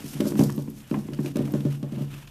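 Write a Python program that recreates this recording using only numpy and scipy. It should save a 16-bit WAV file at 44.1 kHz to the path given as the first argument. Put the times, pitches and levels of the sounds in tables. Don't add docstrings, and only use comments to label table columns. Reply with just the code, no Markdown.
import sys
import numpy as np
from scipy import signal
from scipy.fft import rfft, irfft
from scipy.io import wavfile

SR = 44100
rng = np.random.default_rng(int(sys.argv[2]) if len(sys.argv) > 2 else 0)


def wrap_up_sound(samples):
    columns = np.atleast_2d(samples).T
    tamed = np.clip(columns, -1, 1)
    steps = np.round(tamed * 32767).astype(np.int16)
    wavfile.write(sys.argv[1], SR, steps)


N = 101430
TIME = np.arange(N) / SR


def from_db(db):
    return 10 ** (np.asarray(db) / 20)


def rms_one(x):
    return x / np.sqrt(np.mean(x ** 2) + 1e-20)


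def noise():
    return rng.standard_normal(N)


def delay(x, s):
    return np.interp(TIME - s, TIME, x, left=0)


def resonate(x, hz, width_hz):
    r = np.exp(-np.pi * width_hz / SR)
    zeros = np.array([1, 0, -1]) * (1 - r * r) / 2
    poles = [1, -2 * r * np.cos(2 * np.pi * hz / SR), r * r]
    return signal.lfilter(zeros, poles, x + 1e-18)


def colour(x, spectrum):
    hz, db = np.transpose(spectrum)
    bins = np.maximum(np.fft.rfftfreq(N, 1 / SR), 1)
    gain = from_db(np.interp(np.log(bins), np.log(hz), db))
    low_cut = np.minimum(bins / hz[0], 1) ** 2
    return rms_one(irfft(rfft(x) * gain * low_cut, N))


def bursts(rows):
    attack_s = 0.00057
    out = 0
    for s, db, decay in rows:
        age = np.maximum(TIME - s, 0)
        out = out + from_db(db) * (1 - np.exp(-age / attack_s)) * np.exp(-age / decay)
    return out


def flutter():
    depth_db, cutoff_hz = 1.5, 43.3
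    slow = signal.sosfilt(signal.butter(2, cutoff_hz, fs=SR, output="sos"), noise())
    return from_db(depth_db * rms_one(slow))


def grains():
    grains_per_s, spread_db, grain_share = 2500, 5, 0.25
    sizes = from_db(spread_db * np.minimum(rng.exponential(1, N), 5)) * rng.choice([-1, 1], N)
    clicks = rms_one(sizes * (rng.random(N) < grains_per_s / SR))
    return np.sqrt(grain_share) * clicks + np.sqrt(1 - grain_share) * noise()


def room(x, wet_db):
    t60_s, gap_s = 0.28, 0.009
    tail = delay(noise() * from_db(-60 * TIME / t60_s), gap_s)
    return x + from_db(wet_db) * signal.fftconvolve(x, tail / np.linalg.norm(tail))[:N]


# (frequency [Hz], relative level [dB per Hz])
AIR_SPECTRUM = [(20, -10), (38, 3), (47, 6.5), (58, -16), (80, 3), (140, 3), (300, -15), (700, -21),
                (2000, -43), (14000, -32)]


def quiet_air():
    level_db = -49.5
    return from_db(level_db) * colour(noise(), AIR_SPECTRUM)


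DUST_WET_DB = -17
# (time [s], dust hiss level [dB], fur-on-plastic rub level [dB])
CHURN_LEVELS = [(0.0, -52.5, -50.5), (0.05, -51, -52), (0.09, -45.5, -54.5), (0.17, -51.0, -49.5),
                (0.24, -52, -59), (0.277, -42.0, -54), (0.351, -54, -60), (0.391, -43.5, -45),
                (0.45, -45.5, -58), (0.518, -54.0, -60.0), (0.591, -55.5, -63), (0.66, -61.5, -65.5),
                (0.73, -62, -63.5), (0.79, -56.0, -59.5), (0.849, -63, -58), (0.9, -58, -58),
                (0.999, -57, -62), (1.08, -61, -58.5), (1.18, -61.5, -61), (1.238, -53, -58),
                (1.291, -53.5, -50.5), (1.34, -67, -68), (1.38, -58.5, -54), (1.5, -58.0, -58.5),
                (1.56, -56.5, -54.5), (1.63, -59.5, -60), (1.678, -56.5, -55.5), (1.747, -55.5, -52),
                (1.785, -65.5, -66.5), (1.87, -67.5, -63), (1.959, -60.5, -55.5), (2.03, -57.5, -56),
                (2.075, -65.5, -61), (2.129, -56, -51.5), (2.2, -58.0, -53), (2.3, -65.5, -62.5)]
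# (frequency [Hz], relative level [dB per Hz])
DUST_SPECTRUM = [(600, -25), (2000, -17.5), (3500, -4.5), (5500, 0), (9000, -2.5), (13500, -2)]
# (frequency [Hz], relative level [dB per Hz])
RUB_SPECTRUM = [(300, -10), (900, 1.5), (1400, 1.5), (2200, 0), (2900, 3), (3800, -4), (7000, -36),
                (14000, -26)]


def churning():
    hiss_trim_db, rub_trim_db = 3.5, 0.5
    s, *levels = np.transpose(CHURN_LEVELS)
    hiss_db, rub_db = [np.interp(TIME, s, level) for level in levels]
    hiss = from_db(hiss_db + hiss_trim_db) * colour(grains(), DUST_SPECTRUM)
    rub = from_db(rub_db + rub_trim_db) * colour(grains(), RUB_SPECTRUM)
    return room((hiss + rub) * flutter(), DUST_WET_DB)


def standing_wave(x, hz, db, t60):
    mode_delay_s = 0.00346
    width_hz = np.log(1000) / np.pi / t60
    return from_db(db) * delay(resonate(x, hz, width_hz), mode_delay_s)


# (delay [s], level [dB])
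WALL_ECHOES = [(0.0142, -6), (0.0205, -27), (.0341, -42)]
# (frequency [Hz], level [dB], t60 [s])
ROOM_WAVES = [(89.8, 15.5, 0.9), (121.7, 19, 0.58), (206.5, 14.5, 0.64), (219.8, 6.5, 0.99),
              (269.2, 7, 0.57), (296.3, 1, 0.48), (354.2, -1, 0.67), (449, 5.5, 0.27)]
# (frequency [Hz], level [dB], t60 [s])
DEEP_WAVE = (141.5, 30.92, 0.52)


def boom(x, deep):
    wet_db = -9.5
    echoes = sum(from_db(db) * delay(x, s) for s, db in WALL_ECHOES)
    waves = sum(standing_wave(x, *mode) for mode in ROOM_WAVES)
    return room(x, wet_db) + echoes + waves + standing_wave(deep, *DEEP_WAVE)


# (frequency [Hz], width [Hz])
TABLE_RESONANCES = [(354.6, 70.7), (166.7, 123.4)]


def thud():
    soft_hz, soft_damping = 312.5, 0.83
    w = 2 * np.pi * soft_hz
    soft_filter = signal.bilinear([w * w], [1, soft_damping * w, w * w], SR)
    x = signal.lfilter(*soft_filter, signal.unit_impulse(N) + 1e-18)
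    for hz, width_hz in TABLE_RESONANCES:
        x = resonate(x, hz, width_hz)
    return x / np.abs(x).max()


# (time [s], level [dB])
ROLLING_WEIGHT = [(0, -36.5), (.13, -44), (.19, -36), (.37, -31), (.45, -26.5), (.55, -40), (.70, -46.5),
                  (.77, -47), (.89, -61.5), (.95, -21.5), (1.07, -46), (1.29, -31.5), (1.34, -44),
                  (1.40, -32), (1.50, -31), (1.64, -36.5), (1.80, -43.5), (2.03, -33), (2.10, -53),
                  (2.20, -49), (2.26, -60), (2.3, -69)]
# (frequency [Hz], relative level [dB per Hz])
GRIND_SPECTRUM = [(300, -11), (480, 8.5), (780, 4.5), (1100, -9), (1600, -14), (3000, -21), (14000, -36)]


def rolling():
    bumps_per_s, low_hz, top_hz = 500, 111, 338
    rumble_db, grind_db, deep_db = -0.5, -18, -5
    bumps = noise() * (rng.random(N) < bumps_per_s / SR)
    soft = signal.butter(3, [low_hz, top_hz], "band", fs=SR, output="sos")
    soft_bumps = signal.sosfilt(soft, signal.fftconvolve(bumps, thud())[:N])
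    rumble = from_db(rumble_db) * rms_one(boom(soft_bumps, from_db(deep_db) * soft_bumps))
    grind = from_db(grind_db) * colour(grains(), GRIND_SPECTRUM) * flutter()
    weight = from_db(np.interp(TIME, *np.transpose(ROLLING_WEIGHT)))
    return weight * (rumble + grind)


# (time [s], dry thud peak [dB], shell knock level [dB], deep wave drive relative to the thud [dB])
BODY_HITS = [(0.0409, -29, -66, 1.5), (.149, -36, -48, 11.5), (0.2019, -11.5, -27.5, -6),
             (0.2539, -15, -28, -7), (0.319, -19.5, -41, -5.5), (0.356, -22.5, -44, -4),
             (0.3916, -7, -27.5, -1.5), (0.4093, -14, -29.5, 0), (0.4236, -16.5, -34.5, 4),
             (.5775, -20, -37, 0.5), (0.6809, -27.5, -69, 0.5), (0.912, -16, -35.5, -2.5),
             (1.05, -37, -52.5, 9.5), (1.0876, -24.5, -56, -3.5), (1.123, -35.5, -42.5, 6.5),
             (1.1898, -18.5, -45, 1.5), (1.246, -21, -38, -34), (1.3559, -15.5, -28.5, -3.5),
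             (1.3913, -13.5, -32.5, -8.5), (1.5374, -15, -30, 0.5), (1.651, -17, -32.5, 4),
             (1.8276, -25, -38, 3.5), (1.9216, -27, -41.5, 4.5), (1.973, -31, -40.5, 10),
             (2.007, -25.5, -42, 2.5), (2.129, -41, -58, 9.5)]


def thumps():
    blow = thud()
    direct = sum(from_db(db) * delay(blow, s) for s, db, _, _ in BODY_HITS)
    deep = sum(from_db(db + drive_db) * delay(blow, s) for s, db, _, drive_db in BODY_HITS)
    return boom(direct, deep)


# (frequency [Hz], relative level [dB per Hz])
KNOCK_SPECTRUM = [(200, 8), (450, -2.5), (600, 2.5), (720, -13), (900, 0), (1100, -7.5), (1400, -9.5),
                  (2200, -18.5), (4000, -21), (14000, -32)]


def shell_knocks():
    decay_s, wet_db = 0.0055, -0.5
    envelope = bursts([(s, db, decay_s) for s, _, db, _ in BODY_HITS])
    return room(envelope * colour(noise(), KNOCK_SPECTRUM), wet_db)


# (frequency [Hz], level relative to the knock, before the rise [dB], t60 [s])
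HOLLOW_MODES = [(583.3, 7.5, 0.076), (613, -10, 0.11), (472.4, -8.5, 0.32)]


def hollow_notes():
    delay_s, rise_s = 0.0092, 0.0046
    age = np.maximum(TIME - delay_s, 0)
    modes = sum(from_db(db - 60 * age / t60) * np.sin(2 * np.pi * hz * age)
                for hz, db, t60 in HOLLOW_MODES)
    note = modes * (1 - np.exp(-age / rise_s))
    return sum(from_db(db) * delay(note, s) for s, _, db, _ in BODY_HITS)


# (time [s], level before the trims [dB], decay time constant [s], main pitch [Hz])
CLAW_SCRATCHES = [(.205, -30, 0.0038, 3050), (0.393, -27, 0.0032, 6000), (0.579, -38, 0.002, 2900),
                  (0.9117, -35.5, 0.0028, 2580), (1.1335, -38, 0.0044, 4650), (1.1458, -40, 0.0019, 5000),
                  (1.259, -34.5, 0.005, 2770), (1.358, -33, 0.0029, 2900), (1.368, -40, 0.0034, 3800),
                  (1.387, -40, 0.0036, 2800), (1.453, -39, 0.0048, 2900), (1.537, -42, 0.0037, 3280),
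                  (1.6056, -43, 0.0041, 3100), (1.8285, -40.5, 0.0035, 3040), (1.9209, -43, .003, 2800),
                  (2.1397, -39.5, 0.0042, 2970), (2.273, -44.5, 0.0077, 3420)]
# (frequency [Hz], relative level [dB per Hz])
CLAW_SPECTRUM = [(500, -22), (1400, 5), (2100, -1), (2900, 5), (3800, -13.5), (5000, -5), (7000, -11),
                 (14000, -11)]


def claws():
    ring_width_hz, ring_db, rasp_db, wet_db = 920, -2.5, -1.5, -13
    slips = grains()
    rasp = from_db(rasp_db) * colour(grains(), CLAW_SPECTRUM)
    scratches = 0
    for s, db, decay, hz in CLAW_SCRATCHES:
        ring = from_db(ring_db) * rms_one(resonate(slips, hz, ring_width_hz))
        scratches = scratches + bursts([(s, db, decay)]) * (rasp + ring)
    return room(scratches, wet_db)


# (time [s], level [dB], decay time constant [s])
DUST_SPRAYS = [(.205, -30, 0.003), (.3935, -25.5, 0.0028), (.4145, -22.5, 0.0013), (.4364, -23, 0.0027),
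               (.502, -35, 0.0025), (.523, -34, 0.0016), (.622, -35.5, 0.0019), (1.259, -48.5, 0.016),
               (1.3585, -34.5, 0.0019), (1.3685, -26, 0.0014)]


def sprays():
    return room(bursts(DUST_SPRAYS) * colour(grains(), DUST_SPECTRUM), DUST_WET_DB)


# (time [s], level [dB])
SHELL_CLACKS = [(0.3193, -37.5), (0.353, -37.5), (0.4961, -32.5), (0.676, -43), (0.941, -28), (1.085, -42),
                (1.188, -37), (1.4762, -38.5), (1.503, -55)]
# (frequency [Hz], relative level [dB per Hz])
CLACK_SPECTRUM = [(250, -5), (700, -4.5), (1000, 2.5), (1300, -7.5), (1800, -7), (2400, -12), (3500, -20.5),
                  (5500, -58), (14000, -32)]


def shell_clacks():
    decay_s, wet_db = 0.0065, -11
    envelope = bursts([(s, db, decay_s) for s, db in SHELL_CLACKS])
    return room(envelope * colour(noise(), CLACK_SPECTRUM), wet_db)


# (time [s], level [dB])
GRIT_TICKS = [(.3711, -40), (.5611, -37), (0.701, -42.5), (1.5205, -37)]


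def grit():
    decay_s, hz, width_hz = 0.0027, 12650, 1200
    envelope = bursts([(s, db, decay_s) for s, db in GRIT_TICKS])
    return room(envelope * rms_one(resonate(noise(), hz, width_hz)), DUST_WET_DB)


def scene():
    body = rolling() + thumps()
    shell = shell_knocks() + hollow_notes() + claws() + shell_clacks()
    dust = churning() + sprays() + grit()
    return (quiet_air() + body + shell + dust)[None]


def record(dry):
    ceiling, cutoff_hz = 0.35, 14100
    flattened = dry / (1 + (dry / ceiling) ** 8) ** (1 / 8)
    top_cut = signal.ellip(10, 0.2, 70, cutoff_hz, fs=SR, output="sos")
    return signal.sosfilt(top_cut, flattened)


dry = scene()
out = record(dry)
wrap_up_sound(out)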